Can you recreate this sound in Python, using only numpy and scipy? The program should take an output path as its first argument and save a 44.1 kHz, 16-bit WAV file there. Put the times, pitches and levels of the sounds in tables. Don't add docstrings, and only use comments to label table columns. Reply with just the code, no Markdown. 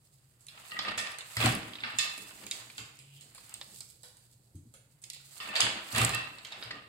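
import sys
import numpy as np
from scipy import signal
from scipy.fft import rfft, irfft, next_fast_len
from scipy.io import wavfile
from scipy.ndimage import uniform_filter1d

SR = 44100
rng = np.random.default_rng(int(sys.argv[2]) if len(sys.argv) > 2 else 0)


def elevation(decibels):
    levels = np.asarray(decibels, float)
    return 10 ** (levels / 20)


def master_out(mix):
    frames = np.transpose(np.atleast_2d(mix))
    ceiling = np.clip(frames, -1, 1)
    pcm = np.round(ceiling * 32767).astype(np.int16)
    wavfile.write(sys.argv[1], SR, pcm)


N = 303408


def evened(x):
    return x / np.sqrt(np.mean(x ** 2) + 1e-20)


def read(points, hz):
    f, value = np.transpose(points)
    return np.interp(np.log(hz + 1), np.log(f + 1), value)


def colour(x, points):
    length = x.shape[-1]
    size = next_fast_len(length)
    gain = elevation(read(points, np.fft.rfftfreq(size, 1 / SR)))
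    return irfft(rfft(x, size) * gain, size)[..., :length]


def add(mix, s, sound, lag=0):
    for side, sign in enumerate((1, -1)):
        part = mix[side, round(s * SR) + max(sign * lag, 0):][:len(sound)]
        part += sound[:len(part)]


def ring(hz, db, t60, seconds, phase=0.):
    t = np.arange(round(seconds * SR), dtype=np.float32)[:, None] / SR
    fall = np.exp(t * np.float32(-np.log(1000) / t60))
    wave = np.sin(t * np.float32(2 * np.pi * hz) + np.float32(2 * np.pi * phase))
    return (fall * wave) @ elevation(db)


def onset(length, rise_s):
    return 1 - np.exp(-np.arange(length) / SR / rise_s)


def grains(per_s, spread_db, ring_s=.012):
    luck = rng.random((2, N)) * SR / per_s + 1e-9
    size = elevation(spread_db * np.clip(-np.log(luck), 0, 4)) * (luck < 1)
    power = signal.lfilter([1], [1, -elevation(-120 / (ring_s * SR))], size ** 2)
    return np.sqrt(power) * rng.standard_normal((2, N))


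def patchy(depth_db, seconds):
    span = round(seconds * SR)
    drift = uniform_filter1d(uniform_filter1d(rng.standard_normal(N), span), span)
    return elevation(depth_db * evened(drift))


def swell(peak_s, db, rise_s, fall_s):
    steps = np.arange(0, N + 128, 128)
    late = steps[:, None] / SR - peak_s
    power = elevation(db + 20 * np.where(late < 0, late / rise_s, -late / fall_s)) ** 2
    return np.interp(np.arange(N), steps, np.sqrt(power.sum(1)))


# pitch_hz, level_db
ROOM_TONE = [(12, -46), (20, -27.5), (74, -11.5), (93, -13), (126, -1), (176, -19.5), (325, -28),
             (354, -26), (467, -29), (2950, -43.5), (4730, -46.5), (5750, -49.5), (8040, -36.5),
             (15700, -42.5)]
ROOM_TONE_DB = -67


def still_room():
    return elevation(ROOM_TONE_DB + 3.0) * evened(colour(rng.standard_normal((2, N)), ROOM_TONE))


# start_s, length_s, first_hz, last_hz, level_db
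HUM = [
    (2.86, 0.515, 131.4, 146.7, -58),
    (5.05, 0.33, 141.8, 133, -64),
]


def hum():
    out = np.zeros((2, N))
    for s, length, first_hz, last_hz, db in HUM:
        hz = np.linspace(first_hz, last_hz, round(length * SR))
        tone = np.sin(2 * np.pi * np.cumsum(hz) / SR)
        add(out, s, np.sqrt(2) * elevation(db) * tone * np.hanning(len(hz)))
    return out


# pitch_hz, t60_s
WALLS = [(120, 0.42), (330, 0.84), (870, 0.58), (2300, 0.64), (6000, 0.48), (14000, 0.26)]


def walls(x):
    taps = np.zeros((2, SR))
    at = np.arange(180, SR - 20, 20) + rng.integers(0, 20, (2, (SR - 181) // 20))
    np.put_along_axis(taps, at, rng.choice([-1., 1.], at.shape), 1)
    hz, t, z = signal.stft(taps, SR, nperseg=256)
    fading = z * elevation(-60 * t / read(WALLS, hz)[:, None])
    tail = signal.istft(fading, SR, nperseg=256)[1]
    return signal.fftconvolve(x.mean(0)[None], tail / np.linalg.norm(tail[0]), axes=1)[:, :N]


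# pitch_hz, level_db, t60_s
TREADLE = [(91.5, 1.5, 0.18), (150.3, -10.5, 0.32), (224, -16, 0.17), (275, -15, 0.27), (291.5, -9, 0.21),
           (323, -13.5, .2)]
HEEL_S, HEEL_DB, HEEL_RISE_S = 4.547, -38.5, 0.0066


def heel():
    out, sound = np.zeros((2, N)), ring(*np.transpose(TREADLE), .4, .1)
    add(out, HEEL_S, elevation(HEEL_DB) * sound * onset(len(sound), HEEL_RISE_S))
    return out


# peak_s, rattle_db, build_up_s, creak_against_rattle_db
SHAKES = [(0.569, -46, 0.075, -10.5), (.67, -50.5, 0.15, -32), (0.778, -42, 0.097, -38),
          (0.886, -29.5, 0.18, -17.5), (1.09, -39, 0.29, -33.5), (1.43, -30, 0.13, -38),
          (1.529, -47, 0.11, 9), (1.63, -37.5, 0.16, -8.5), (1.879, -33.5, 0.084, -46.5),
          (2.052, -38, 0.091, -19), (2.24, -54.5, 0.4, -20.5), (2.49, -48, 1.73, -8.5),
          (2.6, -46, 0.46, -9.5), (2.88, -55, 0.35, -2), (3.401, -64, 0.46, 3.5), (3.15, -78, 0.3, 17.5),
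          (3.56, -51.5, 0.47, -24), (3.72, -63, 0.29, -1), (4.499, -78.5, 6.6, 7.5),
          (5.08, -66.5, 0.31, -1), (5.23, -65.5, 0.18, -1.5), (5.46, -38.5, 0.1, -12.5),
          (5.65, -23.5, 0.19, -19), (5.98, -22.5, 0.091, -56), (6.05, -32, 0.18, -9),
          (6.19, -35.5, 0.15, -31), (6.55, -47, 0.35, -46), (6.759, -42.5, 0.75, -10.5)]
# peak_s, rustle_db, build_up_s, dying_s
GESTURES = [(0.05, -65.5, 1, 2.6), (.67, -45, 0.24, 0.51), (1.08, -59, 0.51, 0.48), (1.42, -37, 0.18, 0.25),
            (1.7, -54.5, 0.74, 1.2), (2.04, -42.5, 0.25, 1.16), (2.59, -72, 0.83, 0.11),
            (3.156, -56.5, 0.25, 0.82), (3.45, -51, 0.14, 1.3), (3.76, -43.5, 0.14, 0.24),
            (4.17, -75, 0.3, 0.15), (5.079, -64, 0.27, 1), (5.38, -41.5, 0.19, 0.29),
            (5.65, -49, 0.099, 0.44), (5.98, -35, 0.2, 0.23), (6.3, -57, 0.42, 0.7),
            (6.631, -51, 0.19, 0.15)]
# pitch_hz, level_db (per Hz)
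RATTLE = [(290, -41), (500, -5.5), (627, 2), (1630, -1), (2890, -2), (4990, -14.5), (5780, -23.5),
          (8160, -22), (12000, -43.5), (15600, -80), (22000, -120)]
# pitch_hz, level_db (per Hz)
CREAK = [(120, -8.5), (200, 7.5), (400, 1), (800, -8), (1300, -41.5)]
# pitch_hz, level_db (per Hz)
RUSTLE = [(880, -47.5), (1500, -30), (5020, -11), (5540, -10.5), (5880, -12.5), (8050, -7), (9240, -11.5),
          (15700, -7)]
# ratio to the mode, level_db
ROD_BUMP = [(.94, -0.5), (1.0, 2.5), (1.06, 1.5)]
SETTLE_S, CREAK_SETTLE_S = 0.19, 0.23


def motion():
    s, db, rise_s, creak_db = np.transpose(SHAKES)
    bumps = [(hz * ratio, bump_db) for hz, _, _ in ROD[:5] for ratio, bump_db in ROD_BUMP]
    loose = evened(colour(colour(grains(420, 3.8, 0.04), RATTLE), bumps))
    rattle = swell(s, db - 8.0, rise_s, SETTLE_S) * loose
    rubbing = evened(colour(patchy(4.3, 0.036) * grains(410, 1.3, 0.02), CREAK))
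    creak = swell(s, db + creak_db - 0.5, rise_s, CREAK_SETTLE_S) * rubbing
    fibres = evened(colour(patchy(2.9, 0.024) * grains(2500, 3.2, 0.011), RUSTLE))
    rustle = elevation(-1.1) * swell(*np.transpose(GESTURES)) * fibres
    return rattle + creak + rustle


# at_s, level_db, resonance_hz
SLIDE = [(2.92, -89, 2870), (2.996, -64.5, 2670), (3.058, -70.5, 2740), (3.214, -62.5, 3100),
         (3.29, -93, 2720), (3.34, -92, 2940)]


def shuttle():
    s, db, hz = np.transpose(SLIDE)
    t = np.arange(N) / SR
    turn = np.exp(2j * np.pi * np.cumsum(np.interp(t, s, hz)) / SR)
    r = np.exp(-np.pi * 850 / SR)
    band = (turn * signal.lfilter([1], [1, -2 * r, r * r], grains(3600, 1.5) / turn)).real
    return elevation(np.interp(t, s, db, -120, -120) + 1.0) * evened(band)


# start_s, peak_db, upper_modes_db
THUDS = [(0.797, -54, -8), (0.882, -45.5, -8), (0.979, -44, 12), (1.378, -25.5, -3), (1.423, -29.5, 11.5),
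         (1.452, -16.5, 10), (1.472, -31, -9), (1.84, -47.5, 17.5), (1.947, -43.5, 9.5), (2.601, -54, -12),
         (2.801, -42, -6.5), (4.66, -47.5, 7), (5.632, -34, -3), (5.941, -25, -8), (5.978, -32.5, 15.5),
         (6.011, -18.5, 0.5), (6.046, -37.5, 13), (6.138, -32, -28), (6.66, -43.5, -35)]
# pitch_hz, level_db, t60_s
FRAME = [(50, -20, 0.2), (76.9, -11, 0.27), (109.1, 0, 0.13), (114.4, 7, 0.16), (141.3, -13, 0.51),
         (171.3, -11.5, 0.3), (218, -4, 0.1), (243.3, -3, 0.11), (298, -5.5, 0.068), (330, 11, 0.018)]


def frame():
    out, (hz, mode_db, t60) = np.zeros((2, N)), np.transpose(FRAME)
    for (s, db, upper_db), (phase, load) in zip(THUDS, rng.random((len(THUDS), 2, len(FRAME)))):
        sound = ring(hz * (0.985 + 0.04 * load), mode_db + upper_db * (hz > 185), t60, .4, phase)
        add(out, s - .01, elevation(db - 1.0) * sound * onset(len(sound), 0.043))
    return out


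# grip_s, landing_s, shudder_db, softer_at_grip_db
STROKES = [
    (1.404, 1.474, -25.5, -4.5),
    (5.956, 6.037, -27.5, -6),
]
# pitch_hz, level_db (per Hz)
SHUDDER = [(180, -28), (300, -2.5), (528, -2.5), (739, 2), (884, -9), (1190, 0), (1280, -4), (2610, -4.5),
           (6500, -24), (8450, -60), (14300, -120)]
GRIP_S, STOP_S, FIZZ_DB = 0.013, 0.1, -4.5


def beater():
    t, gain = np.arange(N) / SR, 0
    shudder = evened(colour(grains(700, 2.0, 0.0064), SHUDDER))
    fizz = evened(colour(grains(1200, 1.3, 0.0063), RUSTLE))
    for grip, landing, db, soft_db in STROKES:
        times = [grip - 5 * GRIP_S, grip, landing, landing + 5 * STOP_S]
        course_db = np.interp(t, times, [soft_db - 100, soft_db, 0, -100])
        gain = gain + elevation(db - 1.5 + course_db)
    return gain * (shudder + elevation(FIZZ_DB) * fizz)


# start_s, peak_db, third_mode_hz, low_modes_db, sharpness_db
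JOLTS = [(0.717, -38, 2738, 1, -22), (0.7658, -50.5, 2740, 19, -15), (0.849, -41, 2670, 7.5, -19),
         (0.8815, -52, 2630, 16, -22), (0.979, -35, 2625, 5, 5.5), (1.065, -51.5, 2590, 12, 10),
         (1.413, -34.5, 2660, -6, -18), (1.476, -45.5, 2630, 10.5, -6), (1.8362, -36, 2656, -1.5, -25),
         (1.9868, -25.5, 2637, -4, 2), (5.4011, -37.5, 2644, -2.5, -19), (5.4873, -35.5, 2627, -1.5, -28),
         (5.964, -30, 2700, -7, -21), (6.015, -39.5, 2634, 12, -7), (6.135, -27.5, 2660, -3, -12),
         (6.7115, -48, 2690, 10.5, -6), (6.5214, -49, 2705, -4, 3)]
# pitch_hz, level_db, t60_s
ROD = [(1186, -2, 0.49), (1823, 2.5, 0.4), (2607, 1, 0.52), (3550, -0.5, 0.2), (4490, -13.5, 0.31),
       (5130, -3, 0.27), (6050, -8, 0.37), (6980, 8.5, 0.037), (8000, -4, 0.16)]
TOP_MODES_DB = -0.5


def rod():
    out, (hz, mode_db, t60) = np.zeros((2, N)), np.repeat(ROD, 5, axis=0).T
    luck = rng.random((len(JOLTS), 2, 3, len(hz)))
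    rise = onset(SR * 2 // 5, 0.0004)
    for (s, db, third_hz, low_db, high_db), pair in zip(JOLTS, luck):
        tilt = np.select([hz < 2200, hz < 3000, hz < 5600], [low_db, 0, high_db], high_db + TOP_MODES_DB)
        for side, (split, phase, size) in enumerate(pair):
            part = out[side, round(s * SR):][:len(rise)]
            mode_hz = (hz + (10.6 + 0.055 * hz) * (split - .5)) * third_hz / ROD[2][0]
            sound = ring(mode_hz, mode_db + tilt + 5 * size, t60, len(rise) / SR, phase)
            part += (elevation(db - 17.5) * rise * sound)[:len(part)]
    return out


# start_s, peak_db, lowest_hz
SPARKS = [(1.3585, -37, 7000), (1.4122, -30, 7000), (1.46, -33, 6000), (1.5235, -26, 6500),
          (1.5512, -18, 8500), (3.5406, -41.5, 2000), (5.5552, -33.5, 5500), (5.6048, -35, 3500),
          (5.9255, -28, 7000), (5.949, -34, 8000), (5.961, -29, 7500), (5.9815, -17.5, 7000),
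          (6.0482, -15, 6500), (6.0545, -30, 7000), (6.0935, -23, 7000), (6.1475, -23, 6000),
          (0.9764, -32, 5500), (5.0386, -40, 3000), (6.523, -46, 1500), (6.624, -48, 1500),
          (6.7073, -49, 1200)]
SPARK_T60_S, SPARK_ECHO_DB = 0.0053, -8.5


def sparks(size=512):
    out, t = np.zeros((2, N)), np.arange(size) / SR
    for (s, db, low_hz), noise in zip(SPARKS, rng.standard_normal((len(SPARKS), size))):
        crack = evened(colour(noise, [(low_hz * .6, -25), (low_hz, 0), (16000, 3)]))
        add(out, s, elevation(db - 60 * t / SPARK_T60_S) * crack, lag=-8)
    return out


# start_s, peak_db, centre_hz, t60_s
SNAPS = [(0.467, -36.5, 9100, 0.0074), (0.7105, -39.5, 4070, .01), (1.118, -32.5, 10150, 0.0054),
         (1.186, -19, 8600, 0.0022), (1.3685, -42, 5820, 0.0073), (1.416, -30, 8000, 0.0035),
         (1.4135, -20, 2490, 0.013), (1.459, -14, 8000, 0.005), (1.4753, -27, 5240, 0.011),
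         (1.55, -24, 10500, 0.0034), (1.734, -34, 3300, 0.0083), (1.754, -38, 3360, 0.01),
         (1.785, -38, 2700, 0.014), (1.8055, -42, 3550, 0.014), (1.836, -29, 3500, 0.012),
         (1.842, -28, 1470, 0.016), (1.864, -37, 3000, 0.011), (1.9857, -17, 6950, 0.011),
         (2.178, -25, 10200, 0.0031), (2.7735, -41, 8000, 0.0086), (2.7813, -25, 3430, 0.0038),
         (0.7675, -34, 1925, 0.021), (3.955, -66, 9500, 0.0067), (3.6131, -33, 3700, 0.0043),
         (3.8059, -26.5, 8000, 0.0049), (3.8088, -40.5, 5150, 0.016), (4.0324, -36, 7700, 0.0037),
         (5.0401, -29, 6600, .005), (5.1007, -27, 5720, 0.0067), (5.134, -34, 6900, 0.0066),
         (5.488, -31, 2240, 0.0061), (5.561, -27.5, 4670, 0.034), (5.605, -8.5, 6340, 0.0057),
         (5.6153, -15, 3000, 0.013), (5.627, -23, 3270, 0.0056), (5.9263, -25, 5700, 0.0039),
         (5.9493, -33, 4930, 0.0056), (5.961, -33, 8500, 0.0039), (5.9818, -12, 8000, 0.0042),
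         (6.0158, -15, 7700, 0.0043), (6.0482, -15.5, 7000, 0.0046), (6.053, -20, 8000, 0.0042),
         (6.1475, -31, 8440, 0.0049), (6.3765, -55, 8000, 0.0078), (0.7902, -26.5, 5500, 0.0063),
         (6.45, -34.5, 5500, 0.0065), (6.706, -55, 4440, 0.0038), (6.47, -40, 6440, 0.0083),
         (6.637, -33.5, 9100, 0.0046), (6.6394, -46, 3700, 0.005),
         (0.59, -49, 1200, .015), (0.7175, -36, 2800, .02), (0.8485, -40, 3000, 0.0053),
        (0.7905, -33, 4900, 0.015), (0.99, -20.5, 5400, 0.0056), (1.1, -35, 1400, .008),
        (1.9, -34, 1450, 0.017), (1.462, -21.5, 737, .06), (1.425, -23.5, 3100, .012),
        (6.386, -42, 3840, .008), (6.519, -38, 4200, .006), (1.208, -35.5, 3400, .005),
        (3.352, -58, 1500, .04), (5.2, -56.5, 1400, 0.022), (1.4035, -26, 3670, 0.0094),
        (1.8362, -26, 2100, 0.014), (2.97, -47, 6300, 0.0081), (3.166, -53, 3000, 0.0099),
        (3.206, -61, 2600, 0.011), (3.806, -52, 2300, 0.017), (4.035, -49, 490, 0.11),
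        (4.036, -55, 1800, 0.027), (4.741, -50, 530, 0.077), (4.739, -60, 1250, .04),
        (5.556, -18, 3500, 0.0058), (5.557, -25, 1800, 0.014), (5.6015, -23, 3700, 0.0054),
        (5.9172, -34, 4200, .008), (5.9606, -26, 3300, 0.011), (5.65, -33.5, 7700, 0.035)]
# ratio to the centre, level_db
SNAP_MODES = [(.55, 2), (.76, 2.5), (1.01, 8), (1.27, 4), (1.6, -0.5)]
# late_s, level_db
BEAM_ECHOES = [(.0011, -12.5), (.0023, -6.5), (.0032, -12.5), (.0047, -15), (.0066, -22.5)]
SNAP_ECHO_DB, SNAP_RISE_S = -3, .0003
SNAP_DAMPED = 1.6


def snaps():
    out, sent, (ratio, mode_db) = np.zeros((2, N)), np.zeros((2, N)), np.transpose(SNAP_MODES)
    for s, db, hz, t60 in SNAPS:
        spread = ratio ** np.clip(0.005 / t60, .05, 1.2)
        sound = ring(np.minimum(hz * spread, SR / 3), mode_db, t60, t60, ratio ** 2)
        t = np.arange(len(sound)) / SR
        sound = elevation(db - 9) * sound * onset(len(sound), SNAP_RISE_S)
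        add(out, s, sound, lag=-8)
        add(sent, s, elevation(7.0 - 60 * SNAP_DAMPED * t / t60) * sound)
        for k, (late_s, echo_db) in enumerate(BEAM_ECHOES):
            add(out, s + late_s, elevation(echo_db) * sound, lag=(-1) ** k * 12)
    return out, sent


# start_s, peak_db, ring_hz, echo_db
TOUCHES = [(0.4075, -66, 7900, 10.5), (6.0485, -29, 4300, -16), (3.494, -54.5, 7660, 2.5),
           (4.1693, -60.5, 8000, 5), (4.5552, -66.5, 7960, 7.5), (5.018, -65.5, 7900, 14.5)]
# start_s, peak_db, ring_hz, echo_db
RAPS = [(3.3482, -48, 7200, 7), (3.8065, -45.5, 7720, -1.5), (4.0333, -49, 7770, 9.5),
        (4.7392, -53, 7500, 7.5)]
# start_s, peak_db, ring_hz, echo_db
TICKS = [(0.4668, -50, 8500, -9), (1.5251, -37, 2500, -8), (2.4659, -37, 2380, 0), (2.9897, -48, 5260, 5),
         (3.2101, -47, 8500, 6.5), (3.5406, -35, 8340, -2), (5.0386, -43, 8010, 1), (5.1007, -36, 8140, -1),
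         (5.1327, -44.5, 4860, 9), (5.1474, -47, 3125, -7), (6.1475, -29.5, 8000, -17)]
# start_s, peak_db, ring_hz, echo_db
DROPS = [(2.5119, -23.5, 3710, 0)]
# start_s, peak_db, ring_hz, echo_db
STICKS = [(0.4837, -38, 3984, 2.5), (0.7668, -54, 2080, 6), (1.9859, -22.5, 2720, 11.5),
          (2.1774, -47, 2400, 8), (2.7524, -48.5, 2510, 9), (5.6045, -16, 4800, 7), (6.3844, -43, 3470, 1),
          (6.4486, -35, 3170, 4)]
# start_s, peak_db, ring_hz, echo_db
BLOWS = [(0.9783, -25, 1270, 7), (1.117, -39, 3460, 4.5), (1.1858, -36.5, 4380, 7),
         (1.3678, -22.5, 1970, 1.5), (1.4031, -30, 2120, 5), (1.4601, -19.5, 1030, -13),
         (2.4359, -42, 870, -20), (2.5994, -43, 4450, 7), (2.7804, -34, 1460, 7.5),
         (3.379, -43.5, 1080, -1), (3.613, -34, 3670, -3), (5.1624, -45, 5250, -5),
         (5.5548, -26.5, 1816, 15), (5.9485, -26, 1740, -17), (5.9614, -27, 2180, -14),
         (5.9792, -26, 1150, -4), (6.0147, -21.5, 1210, -2), (6.0935, -25, 1175, 2)]
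# start_s, peak_db, ring_hz, echo_db
CLACKS = [(0.7896, -23, 3630, 1), (0.8489, -31, 2000, -7), (0.882, -24, 1216, -13),
          (1.0685, -32, 2580, -11), (1.207, -33.5, 3620, -24), (1.5535, -30.5, 2770, -21),
          (1.734, -42, 3120, 1), (1.7538, -36, 3800, -1), (1.7878, -43, 2500, -19),
          (1.8038, -37.5, 3620, -19), (1.8354, -31, 3520, 10.5), (2.3093, -41.5, 1470, -16),
          (2.6996, -40.5, 2405, -7), (5.4016, -33, 3030, 9), (5.488, -50, 2540, -15),
          (6.1371, -26.5, 2570, 11), (6.625, -31.5, 3740, 4), (0.7163, -36, 2080, -22),
          (6.5212, -32.5, 3800, 4), (6.7073, -27.5, 1970, -2.5)]
# events, treble_db, body_db
KINDS = [(TOUCHES, 7.6, 0), (RAPS, -0.34, 1), (TICKS, -3.5, -43.5), (DROPS, -8, -54),
         (STICKS, -13.5, -13.5), (BLOWS, -11, -3), (CLACKS, -35.5, -3.5)]
TICK_T60_S, RING_TO_WALLS = .012, .13


def knocks(size=2048):
    direct, sent, t = np.zeros((2, N)), np.zeros((2, N)), np.arange(size) / SR
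    contact = onset(size, 0.00057)
    rows = [(*row, *kind) for events, *kind in KINDS for row in events]
    noises = rng.standard_normal((len(rows), 2, size))
    for (s, db, ring_hz, far_db, treble_db, body_db), noise in zip(rows, noises):
        bright = [(2500, -31.5), (6000, -7.0), (7500, 1.0), (9000, -5), (11000, -5.0), (16000, -7.5)]
        tick = evened(colour(noise[0], bright)) * elevation(treble_db + 14.5)
        body = [(250, body_db - 27.5), (450, body_db), (1300, body_db),
                (2000, -2.0), (5200, -3), (7000, -27.5)]
        crack = colour(noise[1], body) * elevation(8.5) * contact
        strong_db = np.interp(ring_hz, [1350, 1890, 5500, 6030], [body_db, 0, 0, treble_db - 1])
        tone = ring(np.array([ring_hz]), np.array([strong_db + 1.0]), 0.038, size / SR) * contact
        near = tick * elevation(-60 * t / TICK_T60_S) + crack * elevation(-60 * t / 0.053) + tone
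        add(direct, s, elevation(db - 6.5) * near, round(9 * np.tanh(noise[1, -1]) - 5))
        far = tick * elevation(-60 * t / 0.0042) + crack * elevation(-60 * t / 0.024) + RING_TO_WALLS * tone
        add(sent, s, elevation(db - 5.5 + far_db) * far)
    return direct, sent


# pitch_hz, level_db
PORTS = [(60, -1), (250, -3.5), (4600, 2.5), (5250, -1.5), (5620, -8.5), (5900, -3.5), (8000, 1.5),
         (11000, -3), (16000, -12)]


def scene():
    hits, hits_sent = knocks()
    beams = frame() + heel()
    moving = motion() + beater() + shuttle() + rod()
    still = still_room()
    edges, edges_sent = snaps()
    cracks = sparks()
    sent = hits_sent + elevation(SNAP_ECHO_DB) * edges_sent + elevation(SPARK_ECHO_DB) * cracks + elevation(-6.0) * moving
    loom = colour(hits + edges + cracks + moving + walls(sent), PORTS)
    return loom + beams + elevation(-6.0) * walls(beams) + hum() + still


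def top_cut(x):
    return signal.sosfilt(signal.butter(12, 16990, fs=SR, output="sos"), x)


# pitch_hz, side_level_db
SIDE_GAIN = [(30, -9), (100, -16.5), (250, -11.5), (500, -8), (1000, 0.5), (16000, -0.5)]
# pitch_hz, level_db
LEFT_RIGHT = [(60, -0.7), (300, 1), (700, 0.5), (1200, 1.3), (2500, -1), (5000, -6.5), (9000, -6.5),
              (14000, -3.5)]
# pitch_hz, level_db
EDGE = [(15800, 0), (16000, -30), (16900, -34), (17050, -70)]


def record(dry):
    mid, side = dry.mean(0), colour((dry[0] - dry[1]) / 2, SIDE_GAIN)
    left_lean = [(hz, db / 2) for hz, db in LEFT_RIGHT]
    right_lean = [(hz, -db) for hz, db in left_lean]
    pair = np.array([colour(mid + side, left_lean), colour(mid - side, right_lean)])
    return top_cut(colour(pair, EDGE))


dry = scene()
out = record(dry)
master_out(out)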